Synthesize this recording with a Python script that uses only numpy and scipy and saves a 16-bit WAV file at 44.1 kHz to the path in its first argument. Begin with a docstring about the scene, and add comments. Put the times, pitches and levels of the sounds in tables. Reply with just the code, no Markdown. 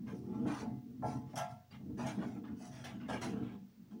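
"""In a quiet room, an arm turns laundry over in the steel drum of a front-loading washing machine.
The rocking drum rumbles in its tub. Cloth rubs and swishes along the wall in short strokes,
and bundles thump down. The hand knocks the steel, which rings; there are a few bright scrapes
and one short squeak of skin."""
import sys
import numpy as np
from scipy import signal
from scipy.fft import rfft, irfft, next_fast_len
from scipy.io import wavfile
from scipy.ndimage import uniform_filter1d, map_coordinates

SR = 44100
rng = np.random.default_rng(int(sys.argv[2]) if len(sys.argv) > 2 else 0)


def store_wav(level_fs):
    """Save 16-bit WAV to argv[1]."""
    pcm = np.round(np.clip(np.atleast_2d(level_fs), -1, 1) * 32767)
    wavfile.write(sys.argv[1], SR, pcm.T.astype(np.int16))


N = 176400


def amp(db):
    return 10 ** (np.asarray(db) / 20)

def unit(x):
    return x / np.sqrt(np.mean(x ** 2) + 1e-20)

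def along(points, hz):
    """Interpolate (freq_hz, value) points on a log axis."""
    freqs, values = np.transpose(points)
    return np.interp(np.log(hz + 1), np.log(freqs + 1), values)

def level(points):
    """Gain per sample from (time_s, level_db) points."""
    return amp(np.interp(np.arange(N) / SR, *np.transpose(points)))

def wobble(per_s):
    """Smooth random curve, per_s knots a second."""
    return map_coordinates(rng.standard_normal(4096), [np.arange(N) * per_s / SR], mode="wrap")

def coloured(x, spectrum):
    """x shaped by a spectrum; rms 1."""
    return unit(irfft(rfft(x) * amp(along(spectrum, np.fft.rfftfreq(N, 1 / SR))), N))

def grains(per_s):
    """Random impulses; rms 1."""
    return unit((rng.random(N) < per_s / SR) * rng.standard_normal(N))

def lowpass(x, hz, order=2):
    return signal.sosfilt(signal.butter(order, hz, fs=SR, output="sos"), x)

def through(x, response):
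    return signal.fftconvolve(x, response)[:N]

def steadied(x, samples):
    """x divided by its running rms."""
    return x / np.sqrt(np.abs(uniform_filter1d(x ** 2, samples)) + 1e-12)

def add(track, start_s, sound):
    part = track[max(round(start_s * SR), 0):][:len(sound)]
    part += sound[:len(part)]

def ring(modes, phase_rad=0):
    """Impulse response of damped modes, alternating in sign; energy 1."""
    t = np.arange(SR // 2) / SR
    hz, db, t60_s = np.transpose(modes)[..., None]
    partials = amp(db - 60 * t / t60_s) * np.sin(2 * np.pi * hz * t + phase_rad)
    response = (-1) ** np.arange(len(hz)) @ partials
    return response / np.linalg.norm(response)

def strike(modes, contact_s, scatter):
    """A push and a short scuffle ring the modes; rms 1 over the first 40 ms."""
    t = np.arange(SR // 8) / SR
    scuffle = rng.standard_normal(len(t)) * np.exp(-t / contact_s)
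    force = scatter * scuffle / np.linalg.norm(scuffle) + (t == 0)
    blow = signal.fftconvolve(force, ring(modes))
    return blow / np.std(blow[:SR // 25])


def rolling(modes, wander_db=6, drift_rad=0.96):
    """The rolling load favours one note, then another; its bumps upset their phases."""
    t = np.arange(N) / SR
    notes = np.zeros(N)
    for hz, db, _ in modes:
        gain = amp(db + wander_db * wobble(per_s=13))
        phase = rng.uniform(0, 2 * np.pi) + drift_rad * wobble(per_s=45)
        notes += gain * np.sin(2 * np.pi * hz * t + phase)
    return notes

# hollow drum resonances: pitch_hz, gain_db, t60_s
DRUM_MODES = [(193.4, 2, 0.19), (214.6, 0.5, 0.28), (238.8, 4.5, 0.19), (246.9, 2.5, 0.19),
              (286.2, -2.5, 0.14), (304.7, -3.5, 0.42), (354, -7, 0.14), (401.8, -11, 0.13),
              (435, -17, 0.3), (445.8, -10, 0.6), (479.2, -15, 0.42)]
# envelope of the deep drum modes: time_s, level_db
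DEEP_ENVELOPE = [(0.0, -47), (0.03, -41), (0.19, -50), (0.39, -34), (0.48, -38), (0.54, -50), (0.63, -44.5),
                 (0.68, -36.5), (0.79, -48.5), (0.96, -47.5), (1.07, -40.5), (1.22, -46), (1.29, -54),
                 (1.34, -49), (1.56, -56), (1.64, -70.5), (1.7, -79), (1.74, -52.5), (1.93, -43.5),
                 (2.06, -36), (2.14, -49), (2.18, -37), (2.4, -45), (2.58, -42), (2.65, -48.5),
                 (2.89, -53.5), (2.99, -42.5), (3.17, -44.5), (3.4, -37), (3.58, -51), (3.66, -51),
                 (3.73, -67), (3.81, -49), (3.9, -66), (3.93, -41.5), (4.0, -55)]
# envelope of the upper drum modes: time_s, level_db
UPPER_ENVELOPE = [(0.0, -57.5), (0.51, -43), (0.97, -63), (1.07, -45), (1.67, -86.5), (1.9, -49),
                  (2.55, -50.5), (2.75, -66.5), (3.36, -43), (3.74, -78), (4.0, -54.5)]

def drum_rumble(split_hz=270, surge_db=1.85):
    """The load keeps the rocking drum's hollow modes sounding."""
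    deep = steadied(rolling([m for m in DRUM_MODES if m[0] < split_hz]), samples=1500)
    upper = steadied(rolling([m for m in DRUM_MODES if m[0] >= split_hz]), samples=1800)
    drum = level(DEEP_ENVELOPE) * amp(-3.5) * deep + level(UPPER_ENVELOPE) * amp(-2) * upper
    return drum * amp(surge_db * wobble(per_s=30))


# bass tub resonances: pitch_hz, gain_db, t60_s
TUB_MODES = [(82, -4.5, 0.17), (93, -9.5, 0.74), (117.1, 0.5, 0.41), (133.6, 5, 0.28), (144.3, -2, 0.41),
             (155.8, 2, 0.088)]
# broad rumble spectrum: freq_hz, gain_db
RUMBLE_SPECTRUM = [(20, -13.5), (45, -17.5), (70, -5.5), (130, -7), (170, -13), (240, -6.5), (330, -18.5),
                   (420, -25), (550, -28), (1000, -38), (3000, -58)]
# envelope of the tub's sway: time_s, level_db
SWAY_ENVELOPE = [(0.0, -48.5), (0.3, -47), (0.48, -49), (0.6, -49), (0.78, -43), (0.87, -65), (0.91, -49),
                 (0.97, -58), (1.05, -38), (1.25, -57), (1.32, -47.5), (1.4, -54), (1.46, -78), (1.52, -60),
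                 (1.67, -74), (1.73, -53.5), (1.88, -47.5), (2.3, -50), (2.38, -49.5), (2.45, -62),
                 (2.53, -48), (2.64, -67), (2.71, -47.5), (3.05, -53), (3.11, -46), (3.46, -47.5),
                 (3.61, -63), (3.76, -69), (3.91, -59), (4.0, -68)]

def tub_sway():
    """Small bumps of the load ring the swaying tub over a broad rumble."""
    bumps = grains(per_s=45) + 0.18 * rng.standard_normal(N)
    bass = steadied(through(bumps, ring(TUB_MODES)), samples=3000)
    broad = coloured(rng.standard_normal(N), RUMBLE_SPECTRUM)
    return level(SWAY_ENVELOPE) * (amp(-4.5) * bass + amp(-8) * broad)


# noise floor spectrum: freq_hz, gain_db
ROOM_SPECTRUM = [(20, 21), (100, 9), (240, 13), (340, 2.5), (500, 5.5), (1000, -1), (2500, -4.5),
                 (6000, -6), (8000, -12.5), (11000, -15), (13700, -22), (14500, -10), (15200, 4),
                 (15800, -3)]

def room_tone(level_db=-70.5):
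    """Steady room noise and faint hiss."""
    return amp(level_db) * coloured(rng.standard_normal(N), ROOM_SPECTRUM)


def wall_response(t60_s=0.061):
    """The wall's dense high modes from one contact point; energy 1."""
    t = np.arange(SR // 7) / SR
    response = rng.standard_normal(len(t)) * amp(-60 * t / t60_s)
    return response / np.linalg.norm(response)

def folds(x, depth_db):
    """Shifting folds favour one narrow band, then another."""
    bands = signal.stft(x, nperseg=512)[2]
    field = uniform_filter1d(rng.standard_normal(bands.shape), size=3, axis=0)
    field = uniform_filter1d(field, size=9, axis=1)
    return signal.istft(bands * unit(amp(depth_db * unit(field))), nperseg=512)[1][:N]

# steel wall resonances: pitch_hz, gain_db, t60_s
STEEL_MODES = [(571, -4.5, 0.16), (644, 1.5, 0.23), (671, -3, 0.36), (719.5, -0.5, 0.42),
               (766.4, 0.5, 0.11), (806.5, 0, 0.22), (853, 1, 0.34), (906, -5, 0.21), (1023, -6.5, 0.23),
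               (1098, -16.5, 0.3), (1294, -17, 0.2), (1352, -2, 0.21), (1630, -8.5, 0.24), (1743, -9, 0.14),
               (2044, -10, 0.41)]
# low cloth friction: freq_hz, gain_db
SCUFF_SPECTRUM = [(150, -32), (470, -0.5), (800, 3), (1200, -0.5), (1800, -5.5), (2400, -13), (5000, -31),
                  (12000, -45)]
# mid cloth friction: freq_hz, gain_db
RUB_SPECTRUM = [(500, -35), (1200, 1.5), (2000, 4), (3300, 3), (4200, -6), (5000, -10.5), (6500, -32),
                (12000, -39)]
# high cloth friction: freq_hz, gain_db
SWISH_SPECTRUM = [(1500, -16), (3500, -0.5), (5000, 6), (5900, 9.5), (7000, 2), (8200, -0.5), (9800, 2.5),
                  (10800, -10), (11700, -14), (13000, -28), (16000, -1.5)]
# cloth strokes: start_s, rise_s, hold_s, release_t60_s, steel_db, scuff_db, rub_db, swish_db
CLOTH_STROKES = [ (0.058, 0.02, 0.044, 0.16, -60, -57, -68.5, -74.5),
                 (0.137, 0.011, 0.025, 0.38, -67, -82, -85, -74.5),
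                 (0.212, 0.14, 0.084, 0.32, -55.5, -67, -78.5, -80),
                 (0.458, 0.019, 0.047, 0.12, -48, -47, -57.5, -62.5),
                 (0.533, 0.0065, 0.076, 0.16, -56, -50.5, -59.5, -60.5),
                 (0.608, 0.005, 0.051, 0.28, -51, -64, -76, -83),
                 (1.018, 0.076, 0.032, 0.33, -47, -58, -72, -63),
                 (1.243, 0.057, 0.095, 0.15, -85, -68, -75.5, -81),
                 (1.356, 0.011, 0.034, 0.29, -45.5, -47, -54, -57.5),
                 (1.485, 0.0067, 0.0067, 0.37, -57.5, -63, -77, -70.5),
                 (1.706, 0.0068, 0.038, 0.18, -68.5, -62, -63, -81),
                 (1.968, 0.024, 0.046, 0.49, -47.5, -49.5, -60.5, -62.5),
                 (2.056, 0.014, 0.032, 0.25, -58, -57, -53.5, -57),
                 (2.176, 0.05, 0.018, 0.15, -56.5, -51.5, -63, -73.5),
                 (2.252, 0.014, 0.052, 0.35, -58.5, -62.5, -72.5, -73),
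                 (2.349, 0.0036, 0.0096, 0.16, -61, -67, -76, -82),
                 (2.435, 0.008, 0.038, 0.3, -65, -59, -74, -86),
                 (2.554, 0.093, 0.024, 0.22, -59.5, -62.5, -69, -61.5),
                 (2.706, 0.027, 0.089, 0.14, -62, -62, -65.5, -66.5),
                 (2.839, 0.0036, 0.024, 0.29, -53.5, -51.5, -52, -59.5),
                 (2.996, 0.014, 0.014, 0.45, -60, -60, -66, -82),
                 (3.078, 0.017, 0.048, 0.32, -49.5, -45.5, -54.5, -59.5),
                 (3.211, 0.0069, 0.041, 0.22, -47, -47.5, -50, -54),
                 (3.3, 0.0059, 0.12, 0.2, -57, -61.5, -72.5, -92),
                 (3.418, 0.019, 0.098, 0.21, -68, -62, -68.5, -84),
                 (3.907, 0.0046, 0.02, 0.27, -68.5, -70, -77.5, -81.5)]

def cloth_strokes(flutter_db=0.66, spread_db=5.5, ring_cutoff_hz=1027):
    """Grainy friction scuffs, rubs and swishes, ringing the low steel modes differently at each spot."""
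    textures = np.zeros((3, N))
    for i, (trim_db, spectrum) in enumerate([(-1, SCUFF_SPECTRUM), (0, RUB_SPECTRUM), (0, SWISH_SPECTRUM)
                                             ]):
        friction = rng.standard_normal(N) + amp(-2) * grains(per_s=900)  # the weave catches
        textures[i] = amp(trim_db) * coloured(friction, spectrum)
    textures *= amp(flutter_db * wobble(per_s=60))
    steel, rustle, shimmer = np.zeros((3, N))
    for start_s, rise_s, hold_s, t60_s, steel_db, *textures_db in CLOTH_STROKES:
        texture = amp(textures_db) @ textures[:, round(start_s * SR):][:, :SR // 2]
        t = np.arange(len(texture)) / SR
        release = amp(-60 * np.maximum(t - rise_s - hold_s, 0) / t60_s)
        envelope = np.minimum(t / rise_s, 1) * release
        add(rustle, start_s, envelope * texture)
        add(shimmer, start_s, through(envelope * texture, wall_response()))
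        modes = [(hz, db + spread_db * rng.standard_normal(), t60) for hz, db, t60 in STEEL_MODES]
        force = amp(steel_db) * envelope * rng.standard_normal(len(t))
        add(steel, start_s, through(force, ring(modes)))
    cloth = folds(amp(-3.5) * rustle + amp(-2) * shimmer, depth_db=3)
    return lowpass(steel, ring_cutoff_hz) + cloth


# reflection decay: freq_hz, t60_s
CAVITY_DECAY = [(200, 0.1), (1000, 0.36), (3000, 0.28), (6000, 0.067), (12000, 0.43)]

def cavity(x, wet_db):
    """Dense reflections in the drum and the small room."""
    hz, t, bands = signal.stft(rng.standard_normal(SR // 2), SR, nperseg=256)
    decay = amp(-60 * t / along(CAVITY_DECAY, hz)[:, None])
    tail = signal.istft(bands * decay, SR, nperseg=256)[1]
    wet = through(x, tail / np.linalg.norm(tail))
    return (x + amp(wet_db) * wet) / np.hypot(1, amp(wet_db))

# dull slap spectrum: freq_hz, gain_db
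SLAP_SPECTRUM = [(60, -58), (200, -47), (450, 2.5), (800, 5), (1600, -17.5), (2300, -6), (5000, -49),
                 (10000, -62)]
# soft blows of cloth and hand: start_s, tub_db, drum_db, centre_hz, steel_db
BLOWS = [(0.363, -44, -37.5, 243, -71), (0.425, -38, -41, 239, -57), (.452, -47, -31, 311, -43.5),
         (.657, -63, -34, 235, -54), (1.024, -55, -47, 406, -39.5), (1.043, -38, -49, 222, -41),
         (1.137, -36.5, -44.5, 223, -70), (1.243, -43.5, -49, 195, -80), (1.332, -45, -52, 195, -46),
         (1.39, -43.5, -63, 200, -64), (1.501, -45.5, -61, 198, -90), (1.804, -54, -48, 236, -66),
         (1.895, -52, -47, 346, -65), (2.031, -39, -40, 211, -58), (2.173, -55, -33.5, 288, -51),
         (2.222, -49, -38, 231, -44), (2.357, -56, -37, 247, -60), (2.504, -46, -36.5, 238, -82),
         (2.602, -67, -60, 239, -56), (2.939, -55, -41, 240, -56), (3.087, -72, -55, 302, -40),
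         (3.358, -53, -38.5, 241, -68), (3.401, -43, -36, 273, -70), (3.917, -76, -54, 250, -70)]

def thumps(focus_db_per_oct=20.5, slap_decay_s=0.014, steel_cutoff_hz=960):
    """Each soft blow slaps and shakes the tub, the steel and the drum modes near its centre_hz."""
    body, steel, slap_envelope = np.zeros((3, N))
    t = np.arange(SR // 4) / SR
    for start_s, tub_db, drum_db, centre_hz, steel_db in BLOWS:
        favoured = [(hz, db - focus_db_per_oct * abs(np.log2(hz / centre_hz)), t60)
                    for hz, db, t60 in DRUM_MODES]
        add(body, start_s, amp(tub_db - 6) * strike(TUB_MODES, contact_s=0.02, scatter=0.51))
        add(body, start_s, amp(drum_db - 7) * strike(favoured, contact_s=0.015, scatter=0.16))
        add(steel, start_s, amp(steel_db - 6) * strike(STEEL_MODES, contact_s=0.0067, scatter=0.59))
        add(slap_envelope, start_s, amp(steel_db - 6) * np.exp(-t / slap_decay_s))
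    slap = lowpass(slap_envelope * coloured(rng.standard_normal(N), SLAP_SPECTRUM), hz=1800, order=6)
    return body + lowpass(steel, steel_cutoff_hz) + cavity(slap, wet_db=6.5)


# knuckles on steel: start_s, level_db, cutoff_hz
HAND_KNOCKS = [(1.034, -40.5, 780), (1.368, -42, 2250), (1.405, -41, 1300), (2.052, -47, 560),
               (3.096, -46.5, 900)]

def knocks(rise_s=0.0096):
    """Knuckles ring the steel modes out of phase; softer contact lowers the cutoff."""
    track = np.zeros(N)
    swell = 1 - np.exp(-np.arange(SR // 2) / SR / rise_s)
    for start_s, level_db, cutoff_hz in HAND_KNOCKS:
        phases = rng.uniform(0, 2 * np.pi, (len(STEEL_MODES), 1))
        knock = lowpass(swell * ring(STEEL_MODES, phases), cutoff_hz)
        add(track, start_s, amp(level_db) * knock / np.std(knock[:SR // 25]))
    return track


# bright wall resonances: pitch_hz, gain_db, t60_s
ZING_MODES = [(5510, 10, 0.029), (5960, 7, 0.046), (5770, 3.5, 0.19), (6260, -23, 0.12), (10200, -9, .08)]
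# scratch spectrum: freq_hz, gain_db
SCRATCH_SPECTRUM = [(1000, -45), (4000, -16), (5700, 4.5), (7000, -5.5), (11500, -5), (13500, -23),
                    (15500, -13)]
# scrapes on steel: start_s, level_db
STEEL_SCRAPES = [(1.357, -51), (1.376, -49), (1.409, -73), (2.066, -58), (2.845, -59), (3.215, -57.5)]

def scrapes(decay_s=0.024):
    """Brief scratches, perhaps of fingernails or a button, ring the wall brightly."""
    zing, envelope = np.zeros((2, N))
    t = np.arange(SR // 10) / SR
    for start_s, level_db in STEEL_SCRAPES:
        add(zing, start_s, amp(level_db - 8) * strike(ZING_MODES, contact_s=0.0078, scatter=1))
        add(envelope, start_s, amp(level_db - 1) * np.exp(-t / decay_s))
    return zing + envelope * coloured(rng.standard_normal(N), SCRATCH_SPECTRUM)


# skin on steel: start_s, pitch_hz, length_s, level_db
SKIN_SQUEAKS = [(1.704, 4720, 0.028, -63)]

def squeak(jitter=0.0072):
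    """Skin rubs the steel: a short, unsteady high tone."""
    track = np.zeros(N)
    for start_s, pitch_hz, length_s, level_db in SKIN_SQUEAKS:
        n = int(length_s * SR)
        hz = pitch_hz * (1 + jitter * wobble(per_s=330)[:n])
        add(track, start_s, amp(level_db) * np.hanning(n) * np.sin(2 * np.pi * np.cumsum(hz) / SR))
    return track


def scene():
    """Mono mix in front of the open door."""
    bed = drum_rumble() + tub_sway() + room_tone()
    return (bed + cloth_strokes() + thumps() + knocks() + scrapes() + squeak())[None]

def record(dry):
    """Deep bass rolled off, top band-limited."""
    low_cut_hz, top_hz = 63, 15800
    size = next_fast_len(N + SR // 2)
    hz = np.fft.rfftfreq(size, 1 / SR)
    response = (hz < top_hz) * hz ** 2 / np.hypot(hz ** 2, low_cut_hz ** 2)
    return irfft(rfft(dry, size) * response, size)[..., :N]


dry = scene()
out = record(dry)
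store_wav(out)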